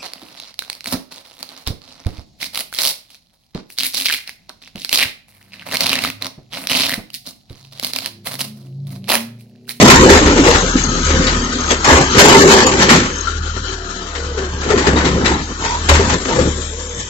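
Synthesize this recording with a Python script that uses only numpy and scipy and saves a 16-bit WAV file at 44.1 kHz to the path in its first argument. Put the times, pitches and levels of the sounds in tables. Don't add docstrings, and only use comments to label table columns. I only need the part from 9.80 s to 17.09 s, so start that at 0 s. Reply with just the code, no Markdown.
import sys
import numpy as np
from scipy import signal
from scipy.fft import rfft, irfft
from scipy.io import wavfile
from scipy.ndimage import uniform_filter1d

SR = 44100
rng = np.random.default_rng(int(sys.argv[2]) if len(sys.argv) > 2 else 0)


def wrap_up_sound(samples):
    columns = np.atleast_2d(samples).T
    tamed = np.clip(columns, -1, 1)
    steps = np.round(tamed * 32767).astype(np.int16)
    wavfile.write(sys.argv[1], SR, steps)


N = 321489
T = np.arange(N) / SR
HZ = np.fft.rfftfreq(N, 1 / SR)

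# time in seconds, level in dB.
WHIRR_LEVEL = [(0, -40.5), (.8, -25.5), (1.8, -29), (2.6, -23), (3.35, -33), (4.3, -36.5), (5.5, -32.5),
               (5.9, -32), (6.5, -33), (7.0, -34), (7.29, -32.5)]
# frequency in Hz, density in dB per Hz.
WHIRR_FACING_ARM = [(50, -15), (100, -9), (209, -5.5), (389, -3), (659, -17.5), (1270, -3), (1420, -4),
                    (2150, -18.5), (3130, -15), (4150, -15.5), (4910, -19), (6630, -12.5), (8000, -21),
                    (10400, -66.5), (17600, -120)]
WHIRR_FACING_CAB = [(50, -15), (100, -11), (278, -7), (470, -5.5), (751, -19), (1070, -10), (1560, -17.5),
                    (2270, -14), (2960, -24.5), (3500, -10), (4230, -26), (7560, -8), (8000, -20),
                    (10400, -63), (17600, -120)]
# frequency in Hz, width in Hz, level in dB.
HOUSING_MODES = [(3096, 94, -6.5), (4080, 180, -11.5), (4640, 51, -5.5), (1716, 210, -13), (5480, 200, -14)]
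TURN_START_S, TURN_END_S = 5.45, 7

# time in seconds, firing rate in Hz, first exhaust order in dB, second order in dB.
ENGINE_IDLE = [(0.0, 40.8, -39, -31), (0.16, 39.96, -22, -16.5), (1.13, 38.7, -23.5, -32),
               (1.3, 37.92, -22.5, -15), (1.58, 37.26, -21.5, -25.5), (1.72, 37.15, -33, -35),
               (1.86, 36.9, -30, -24), (2.58, 35.6, -32, -39), (3.02, 35.7, -38, -47),
               (3.6, 38.3, -27.5, -21.5), (4.22, 37.04, -35, -39), (4.41, 35.96, -34, -25),
               (5.54, 35.42, -33.5, -24.5), (5.81, 38.1, -33, -33), (6.15, 38.53, -27, -19),
               (6.5, 37.1, -36, -38), (6.64, 36.47, -29, -22.5), (7.29, 38.35, -38, -36)]
# multiple of the firing rate, level in dB against the second order.
WEAK_EXHAUST_ORDERS = [(1.5, -23.5), (2.5, -17.5), (3, -18.5), (3.5, -20.5), (5, -19)]

# start in seconds, length in seconds, level in dB.
SQUEAK_SPELLS = [(0, 0.6, -13.5), (.64, 0.68, -17), (1.613, 0.02, -21), (1.778, 0.18, -14.5),
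                 (2.176, 0.13, -17), (3.265, 0.11, -18), (4.755, 0.056, -26), (5.618, 0.15, -22),
                 (7.066, 0.14, -22)]
SQUEAK_HZ, SQUEAK_RISE_S, SQUEAK_FALL_DB_PER_S = 6403, 0.014, 108.5

# start in seconds, length in seconds,
# first centre in Hz, last centre in Hz, first level in dB, last level in dB.
VALVE_STROKES = [(0.801, 1.16, 1290, 1235, -28.5, -26.5), (3.497, 0.64, 1420, 1396, -31, -35),
                 (4.33, 0.5, 1396, 1640, -36, -32)]
THROB_DB, THROB_TURN = 4, 0.34
SKIRT_SHARE = 0.35

# start in seconds,
# length in seconds, first pitch in Hz, last pitch in Hz, level in dB.
MOANS_AND_HOLLOW_TONES = [(0.413, 0.13, 312.2, 276, -11.5), (0.585, 0.032, 348, 270, -7),
                          (0.953, 0.018, 254.5, 246, -9.5), (1.275, 0.21, 519, 516, -22.5),
                          (1.529, 0.287, 244.5, 242.6, -23), (2.37, 0.27, 395, 402.4, -10.5),
                          (2.63, 0.17, 413.5, 370.7, -10), (2.536, 0.045, 920, 907, -6.5),
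                          (3.887, 0.37, 384, 369.5, -32.5), (3.978, 0.43, 694, 678, -39.5),
                          (4.092, 0.17, 187.6, 184.6, -34), (4.36, 0.17, 472, 484, -28.5),
                          (4.55, 0.12, 441, 354, -24), (5.822, 0.052, 880.3, 946.5, -20.5),
                          (5.905, 0.07, 955, 953, -18), (6.93, 0.079, 435, 502, -29.5),
                          (7.04, 0.16, 495, 464, -32.5)]
CLEAN_DB, HOARSE_DB = -56, -26
WAVER_HZ, TONE_RISE_S, TONE_FADE_S = 16, 0.025, 0.033

# start in seconds, pitch in Hz, level in dB,
# 60 dB decay in seconds, blur of the pitch in Hz.
LOOSE_PIECES = [(0.04, 252, -3, 0.33, 52), (0.175, 77, -8, 0.21, 18), (0.09, 2420, -5, 0.074, 150),
                (0.3, 489, -4, 0.091, 54), (0.355, 1890, -19, 0.078, 120), (0.68, 475, -4, .12, 60),
                (1.3, 519, -14, 0.11, 69), (1.467, 4480, -14.5, .08, 220), (1.469, 3870, -15, 0.092, 150),
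                (1.49, 4200, -18, .07, 100), (1.905, 3366, -12, 0.065, 100), (1.908, 6240, -11, 0.076, 150),
                (1.91, 7630, -21, .1, 120), (2.043, 5200, -14, .07, 150), (2.046, 6700, -12, 0.075, 150),
                (2.055, 6050, -17, .08, 120), (2.435, 423, -3, 0.12, 40), (2.548, 2050, -2, .07, 200),
                (2.635, 411, -2, 0.18, 40), (2.77, 1716, -10, .15, 200), (2.825, 248, -7.5, 0.094, 40),
                (2.865, 6960, -8, 0.094, 170), (2.87, 1160, -8, 0.11, 120), (3.108, 236, -3, .12, 40),
                (3.47, 1369, -13.5, 0.16, 60), (4.573, 409.8, -17, 0.17, 50),
                (4.901, 1302, -13, 0.096, 400), (4.903, 429.5, -3.5, 0.1, 40), (4.936, 408, -1.5, .08, 40),
                (5.068, 1720, -14, 0.1, 110), (5.075, 151, -10.5, .15, 30), (5.16, 3780, -21, 0.17, 300),
                (5.205, 1490, -14, 0.11, 100), (5.457, 2663, -16, 0.065, 150),
                (5.46, 3910, -16, 0.091, 150), (5.462, 1910, -15, 0.13, 92), (5.54, 3950, -21, 0.063, 80),
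                (6.09, 80, -3.5, .4, 8), (6.115, 552, -8, 0.091, 79), (6.19, 391, -10.5, .1, 63),
                (6.285, 835, -20, .2, 60), (6.505, 928, -18, 0.13, 80), (6.585, 510, -10, .12, 65),
                (6.645, 113, -11, 0.13, 20)]
CLINK_RISE_TURNS, CLINK_RISE_S = 1.3, 0.0016

# time in seconds, rumble of the walls in dB, rattle of the load in dB.
SHAKING_BOUTS = [
    [(0.0, 1, -2.5), (0.086, -4.5, -6), (0.272, -5, -11.5), (0.39, -11, -11.5)],
    [(0.42, -10, -17), (0.62, -15, -18), (0.664, -13, -10), (0.9, -17.5, -24)],
    [(0.98, -22, -20), (1.146, -20.5, -35.5), (1.3, -30, -16.5), (1.342, -19.5, -22), (1.46, -19.5, -20),
     (1.848, -36.5, -32.5), (1.914, -28, -14), (2.0, -29, -36)],
    [(2.04, -30, -22.5), (2.076, -11, -10), (2.13, -14.5, -8.5), (2.2, -10.5, -13.5), (2.32, -20.5, -28.5)],
    [(2.36, -12.5, -21.5), (2.4, -7, -2.5), (2.68, -9, -12.5), (2.716, -8.5, -5), (2.96, -14, -19.5)],
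    [(2.99, -13, -13.5), (3.028, -13.5, -8), (3.07, -12, -19.5), (3.132, -8.5, -10.5), (3.272, -18, -25),
     (3.4, -35, -68)],
    [(4.3, -34, -34), (4.532, -39.5, -43), (4.6, -25, -35), (4.694, -40, -38), (4.83, -28.5, -32),
     (4.884, -19, -35.5)],
    [(4.905, -18, -19), (4.955, -17, -27), (4.975, -13.5, -25), (5.02, -13.5, -24.5)],
    [(5.05, -15.5, -25.5), (5.284, -15, -28.5), (5.398, -19.5, -36), (5.474, -16.5, -27), (5.53, -15, -27),
     (5.6, -28, -32), (5.72, -28.5, -55)],
    [(5.8, -32, -34), (5.864, -46, -18.5), (6.05, -50, -41)],
    [(6.098, -16, -16), (6.236, -20.5, -24.5), (6.328, -14.5, -16), (6.42, -33, -33.5),
     (6.51, -16.5, -19.5), (6.676, -15.5, -34), (6.754, -29.5, -47), (6.8, -27, -45.5)],
]
# cut of the rattle's low half in dB, lift of the rumble's bass in dB.
BOUT_TONE = [(-5.5, -1), (-3.5, 2.5), (3, 7), (-4.5, 1), (-1.5, 0), (0.5, 3), (-2, -14), (-9.5, -17),
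             (-11, 6.5), (-2.5, -1), (-4, 4)]
# frequency in Hz, density in dB per Hz.
RUMBLE_SPECTRUM = [(29, -38), (50, -5.5), (76, -8), (147, -1), (398, -3), (449, -5.5), (492, 1),
                   (651, -15.5), (1200, -11), (1560, -26), (2640, -120)]
RATTLE_SPECTRUM = [(350, -27.5), (600, -7), (714, -8), (896, -3), (1430, -8.5), (1890, -7), (2480, -10),
                   (5070, -12.5), (7180, -11), (8000, -14.5), (10400, -18), (17600, -120)]
# frequency in Hz, width in Hz, level in dB.
WALL_MODES = [(73.3, 9.3, 2), (259.6, 27, -9), (328, 150, -9.5), (392, 33, -4), (519, 4.4, -6),
              (904, 28, -14.5)]
STEEL_MODES = [(1780, 130, -10), (2380, 89, -20), (2977, 22, -4), (3860, 54, -16), (4387, 41, -11.5),
               (6260, 24, -21.5)]
JOINT_MODES = [(1110, 170, -7), (1400, 170, -1), (1930, 420, -5.5), (6330, 400, -26.5)]

# start in seconds, crack on the steel in dB, thud on the walls in dB,
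# 60 dB decay in seconds (held to 0.02-0.6 when played).
BLOWS = [(0.099, 7.5, -6.5, 0.22), (0.294, -1, 8.5, 0.87), (0.457, -6.5, -1.5, 0.49),
         (0.576, -7.5, -5, 0.18), (0.662, -3.5, -2.5, 0.13), (0.746, -4, -4.5, 0.14),
         (1.2625, -25, -41, 0.11), (1.301, -9.5, -9, 0.18), (1.468, -9, -38, 0.29), (1.906, -7, -1.5, 0.21),
         (2.044, -7.5, -38, 0.28), (2.074, -12, -12, 0.0302), (2.107, -11.5, 4.5, 0.67),
         (2.3454, -8, -19, 0.4), (2.381, 3.5, -7, 0.18), (2.5485, -4.5, -0.5, 0.13), (2.701, -20, -3, 0.58),
         (2.864, -3.5, -23, 0.049), (2.9188, -1.5, -28, 0.064), (2.9975, -5.5, -20, 0.64),
         (3.09, 0.5, -24, 0.53), (3.4693, -26, -30, 0.19), (3.763, -23, -19, 0.067),
         (4.3495, -18.5, -31, 0.27), (4.571, -23, -24, 0.51), (4.83, -17, -19, 0.23),
         (4.9007, -10, -13, 0.1), (4.975, -11, -16.5, 0.56), (5.067, -5.5, -0.5, 0.16),
         (5.1642, -12.5, -14, 0.57), (5.245, -9.5, -16, 0.41), (5.445, -10.5, -12, 0.35),
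         (5.456, -6.5, -28, 0.25), (5.834, -23.5, -14, 0.4), (6.087, 1.5, -14, 0.21),
         (6.095, -10.5, -5, 0.14), (6.138, -8, -11, 0.54), (6.189, -23, -3.5, 0.21),
         (6.2956, -11.5, -7, 0.24), (6.4497, -13, -38.5, 0.14), (6.5206, -20, -19, 0.17),
         (6.5894, -17, -25, 0.41)]
CRACK_RISE_S, THUD_RISE_S, THUD_FASTER = 0.002, 0.0049, 1.45

# frequency in Hz, share from 0 to 1.
PORT_LIKENESS = [(30, 0.97), (120, 0.95), (300, 0.94), (550, 0.8), (850, 0.7), (1250, 0.6), (2000, 0.2),
                 (4000, 0.1), (8000, 0.25)]
# frequency in Hz, lead in seconds.
LEFT_LEAD = [(500, 0.00015), (1250, 0.00026)]
# time in seconds, left minus right in dB before the share below.
HAND_SWING = [(0.0, 0.5), (1.04, 6.5), (1.6, 4.5), (1.78, 4.5), (3.29, 3), (3.45, 9.5), (4.08, 9),
              (4.79, 6), (6.27, 5), (6.78, 9.5), (7.29, 3)]
# frequency in Hz, share of the swing heard (negative leans the other way).
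BODY_SHADOW = [(60, 0.05), (270, 0.19), (550, 0.51), (850, -0.93), (1250, 1.2), (2200, 0.97), (4000, 1.55),
               (8000, 1.26)]
MIC_HZ, EDGE_HZ, KNEE = 7800, 16000, 0.8


def amp(db):
    return 10 ** (np.asarray(db) / 20)


def evened(x):
    return x / np.sqrt(np.mean(x ** 2) + 1e-20)


def read(points, hz=HZ):
    f, value = np.transpose(points)
    return np.interp(np.log(hz + 1), np.log(f + 1), value)


def columns(rows, t=T):
    s, *rest = np.transpose(rows)
    return [np.interp(t, s, c) for c in rest]


def coloured(x, points):
    return evened(irfft(rfft(x) * amp(read(points)), N))


def filtered(x, hz, kind="low"):
    return signal.sosfilt(signal.butter(2, hz, kind, fs=SR, output="sos"), x)


def ring(x, modes):
    out = np.zeros_like(x)
    for hz, width, db in modes:
        r = np.exp(-np.pi * width / SR)
        gain = (1 - r * r) / 2
        poles = [1, -2 * r * np.cos(2 * np.pi * hz / SR), r * r]
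        out += amp(db) * signal.lfilter([gain, 0, -gain], poles, x)
    return out


def drift(seconds):
    span = max(round(seconds * SR), 1)
    return evened(uniform_filter1d(uniform_filter1d(rng.standard_normal(N), span), span))


def knocks(per_s, spread_db, decay_s):
    sizes = amp(spread_db * np.minimum(rng.exponential(1, N), 4))
    hits = sizes * (rng.random(N) < per_s / SR)
    return evened(np.sqrt(signal.lfilter([1], [1, -np.exp(-2 / (decay_s * SR))], hits ** 2)))


def inside(start, end, fade_s):
    return np.clip(np.minimum(T - start + fade_s, end + fade_s - T) / fade_s, 0, 1)


def whirr():
    noise = rng.standard_normal((2, N))
    turned = np.interp(T, [TURN_START_S, TURN_END_S], [0, 1])
    noise = (1 - turned) * coloured(noise, WHIRR_FACING_ARM) + turned * coloured(noise, WHIRR_FACING_CAB)
    noise = noise + amp(12.0) * ring(noise, HOUSING_MODES) * amp(2.0 * drift(0.099))
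    level_db = columns(WHIRR_LEVEL)[0] + 6.0 + 1.8 * drift(0.022)
    return amp(level_db) * evened(noise)


def exhaust(firings, first_db, second_db):
    weak = sum(amp(db) * np.sin(2 * np.pi * (k * firings + rng.random())) for k, db in WEAK_EXHAUST_ORDERS)
    second = amp(second_db) * (np.sin(4 * np.pi * firings + 1.0) + weak * amp(5.9 * drift(0.076)))
    first = amp(first_db) * np.sin(2 * np.pi * firings)
    return np.sqrt(2) * (first + second)


def squeak(firings):
    strength = amp(2.8 * rng.standard_normal(400))[firings.astype(int)]
    scrape = strength * np.exp(-(firings % 1) / 0.28) * rng.standard_normal(N)
    mode = [(SQUEAK_HZ, 200, 0)]
    spells = []
    for s, length, db in SQUEAK_SPELLS:
        fall_db = SQUEAK_FALL_DB_PER_S * np.maximum(T - s - length, 0)
        spells.append(amp(db - fall_db) * np.clip((T - s) / SQUEAK_RISE_S, 0, 1))
    return amp(-12.5) * np.max(spells, axis=0) * evened(ring(ring(scrape, mode), mode))


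def valves(firings):
    out = np.zeros((2, N))
    for side in out:
        core, skirt = (drift(s) + 1j * drift(s) for s in (0.012, 0.0015))
        throb_db = THROB_DB * np.cos(2 * np.pi * (firings / 3 - THROB_TURN))
        breath = amp(drift(0.02) + throb_db) * (1 + 0.5 * core + SKIRT_SHARE * skirt)
        for s, length, first_hz, last_hz, first_db, last_db in VALVE_STROKES:
            hz, level_db = columns([(s, first_hz, first_db), (s + length, last_hz, last_db)])
            carrier = np.exp(2j * np.pi * np.cumsum(hz) / SR)
            side += amp(level_db - 3.0) * inside(s, s + length, 0.04) * (breath * carrier).real
    return out


def moans_and_hollow_tones():
    waver, rasp = WAVER_HZ * drift(0.005), 0.45 * drift(0.002)
    flutter_db, out = 1.4 * drift(0.011), np.zeros(N)
    for s, length, first_hz, last_hz, db in MOANS_AND_HOLLOW_TONES:
        end = s + length
        on = (T > s - TONE_RISE_S) & (T < end + TONE_FADE_S)
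        hoarse = np.clip((db - CLEAN_DB) / (HOARSE_DB - CLEAN_DB), 0, 1)
        hz = np.interp(T[on], [s, end], [first_hz, last_hz]) + hoarse * waver[on] * first_hz / 450
        turns = np.cumsum(hz) / SR
        tone = (1 + hoarse * rasp[on]) * np.sin(2 * np.pi * turns) + amp(-16.5) * np.sin(4 * np.pi * turns)
        swell = np.interp(T[on], [s - TONE_RISE_S, s, end, end + TONE_FADE_S], [0, 1, 1, 0]) ** 2
        out[on] += amp(db) * swell * tone
    return amp(flutter_db) * out


def clinks():
    t, out = np.arange(8000) / SR, np.zeros((2, N + 8000))
    chatter = rng.standard_normal((len(LOOSE_PIECES), 2, 2, 8000))
    for (s, hz, db, t60, blur_hz), (a, b) in zip(LOOSE_PIECES, chatter):
        r = np.exp(-np.pi * blur_hz / SR)
        start = np.zeros((2, 1)) + 1j
        blur = signal.lfilter([np.sqrt(1 - r * r)], [1, -r], a + 1j * b, zi=start)[0]
        rise = 1 - np.exp(-t / (CLINK_RISE_S + CLINK_RISE_TURNS / hz))
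        shape = amp(db - 60 * t / max(t60, 0.02)) * rise
        tone = ((1.03 + 0.56 * blur) * np.exp(2j * np.pi * hz * t)).imag
        out[:, round(s * SR):][:, :len(t)] += shape * tone
    return out[:, :N]


def shaking():
    thumps = coloured((0.5 + knocks(60, 1.9, 0.046)) * rng.standard_normal((2, N)), RUMBLE_SPECTRUM)
    rumble = evened(thumps + amp(4.5) * ring(thumps, WALL_MODES))
    ticks = coloured((0.9 + knocks(220, 2.2, 0.006)) * rng.standard_normal((2, N)), RATTLE_SPECTRUM)
    ticks = evened(ticks + amp(4.5) * ring(ticks, STEEL_MODES) * amp(4.0 * drift(0.03)))
    low, bass = filtered(ticks, 2000), filtered(rumble, 300)
    out = np.zeros((2, N))
    for rows, (thin_db, bass_db) in zip(SHAKING_BOUTS, BOUT_TONE):
        rumble_db, rattle_db = columns(rows)
        rattle = amp(rattle_db + 0.5) * (amp(-thin_db) * low + ticks - low)
        walls = amp(rumble_db - 1.0) * (rumble + (amp(bass_db) - 1) * bass)
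        out += inside(rows[0][0], rows[-1][0], 0.021) * (walls + rattle)
    return out


def bangs():
    crack, thud = rng.standard_normal((2, 2, N))
    crack = crack * (1.8 + knocks(300, 2.2, 0.004))
    crack = signal.lfilter([1], [1, -0.5], crack)
    crack = 0.5 * crack + amp(0.5) * ring(crack, STEEL_MODES + JOINT_MODES)
    crack = evened(filtered(crack, 600, "high"))
    power, t = np.zeros((2, N + 16000)), np.arange(16000) / SR
    for s, crack_db, thud_db, t60 in BLOWS:
        fall_db = -60 * t / np.clip(t60, 0.02, 0.6)
        snap = amp(fall_db) * (1 - np.exp(-t / CRACK_RISE_S))
        push = evened(amp(THUD_FASTER * fall_db) * (1 - np.exp(-t / THUD_RISE_S)))
        blow = np.array([amp(crack_db - 4.5) * snap, amp(thud_db - 21.5) * push])
        power[:, round(s * SR):][:, :len(t)] += blow ** 2
    snaps, pushes = np.sqrt(power[:, :N])
    return snaps * crack + ring(pushes * thud, WALL_MODES) / ring(thud, WALL_MODES).std()


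def ports(pair):
    shared, own = rfft(pair, 2 * N)
    hz = np.fft.rfftfreq(2 * N, 1 / SR)
    like = np.clip(read(PORT_LIKENESS, hz), 0, 1)
    early = shared * np.exp(2j * np.pi * hz * read(LEFT_LEAD, hz))
    left = like * early + np.sqrt(1 - like ** 2) * own
    return irfft(np.array([left, shared]), 2 * N)[:, :N]


def hollows_and_swing(spread, direct):
    hz, t, z = signal.stft(np.array([spread, direct]), SR, nperseg=1024, noverlap=768)
    patches = uniform_filter1d(rng.standard_normal(z.shape[2:]), size=4, axis=0)
    patches = evened(uniform_filter1d(patches, size=11, axis=1))
    patches = np.where(patches < -0.6, 3.37 * patches + 0.58, 0.34 * patches)
    patches_db = 3.3 * patches * np.clip(hz / 900, 0, 1)[:, None]
    lean_db = read(BODY_SHADOW, hz)[:, None] * columns(HAND_SWING, t)[0] / 2
    heard = (z[0] * amp(patches_db) + z[1]) * amp(np.array([lean_db, -lean_db]))
    return signal.istft(heard, SR, nperseg=1024, noverlap=768)[1][:, :N]


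def scene():
    firing_hz, first_db, second_db = columns(ENGINE_IDLE)
    firings = np.cumsum(firing_hz) / SR
    spread = whirr() + squeak(firings) + shaking()
    tones = exhaust(firings, first_db, second_db) + moans_and_hollow_tones()
    shared_only = np.array([[1], [0]])
    direct = tones * shared_only + valves(firings) + clinks() + bangs()
    return hollows_and_swing(ports(spread), ports(direct))


def record(dry):
    mic = signal.firwin(1023, MIC_HZ, window=("kaiser", 10), fs=SR)
    narrow = signal.oaconvolve(dry, mic[None], "same")
    over = np.maximum(abs(narrow) - KNEE, 0)
    bent = np.clip(narrow, -KNEE, KNEE) + np.sign(narrow) * (1 - KNEE) * np.tanh(over / (1 - KNEE))
    edge = signal.firwin(255, EDGE_HZ, window=("kaiser", 9), fs=SR)
    return np.clip(signal.oaconvolve(bent, edge[None], "same"), -1, 1)


dry = scene()
out = record(dry)
wrap_up_sound(out)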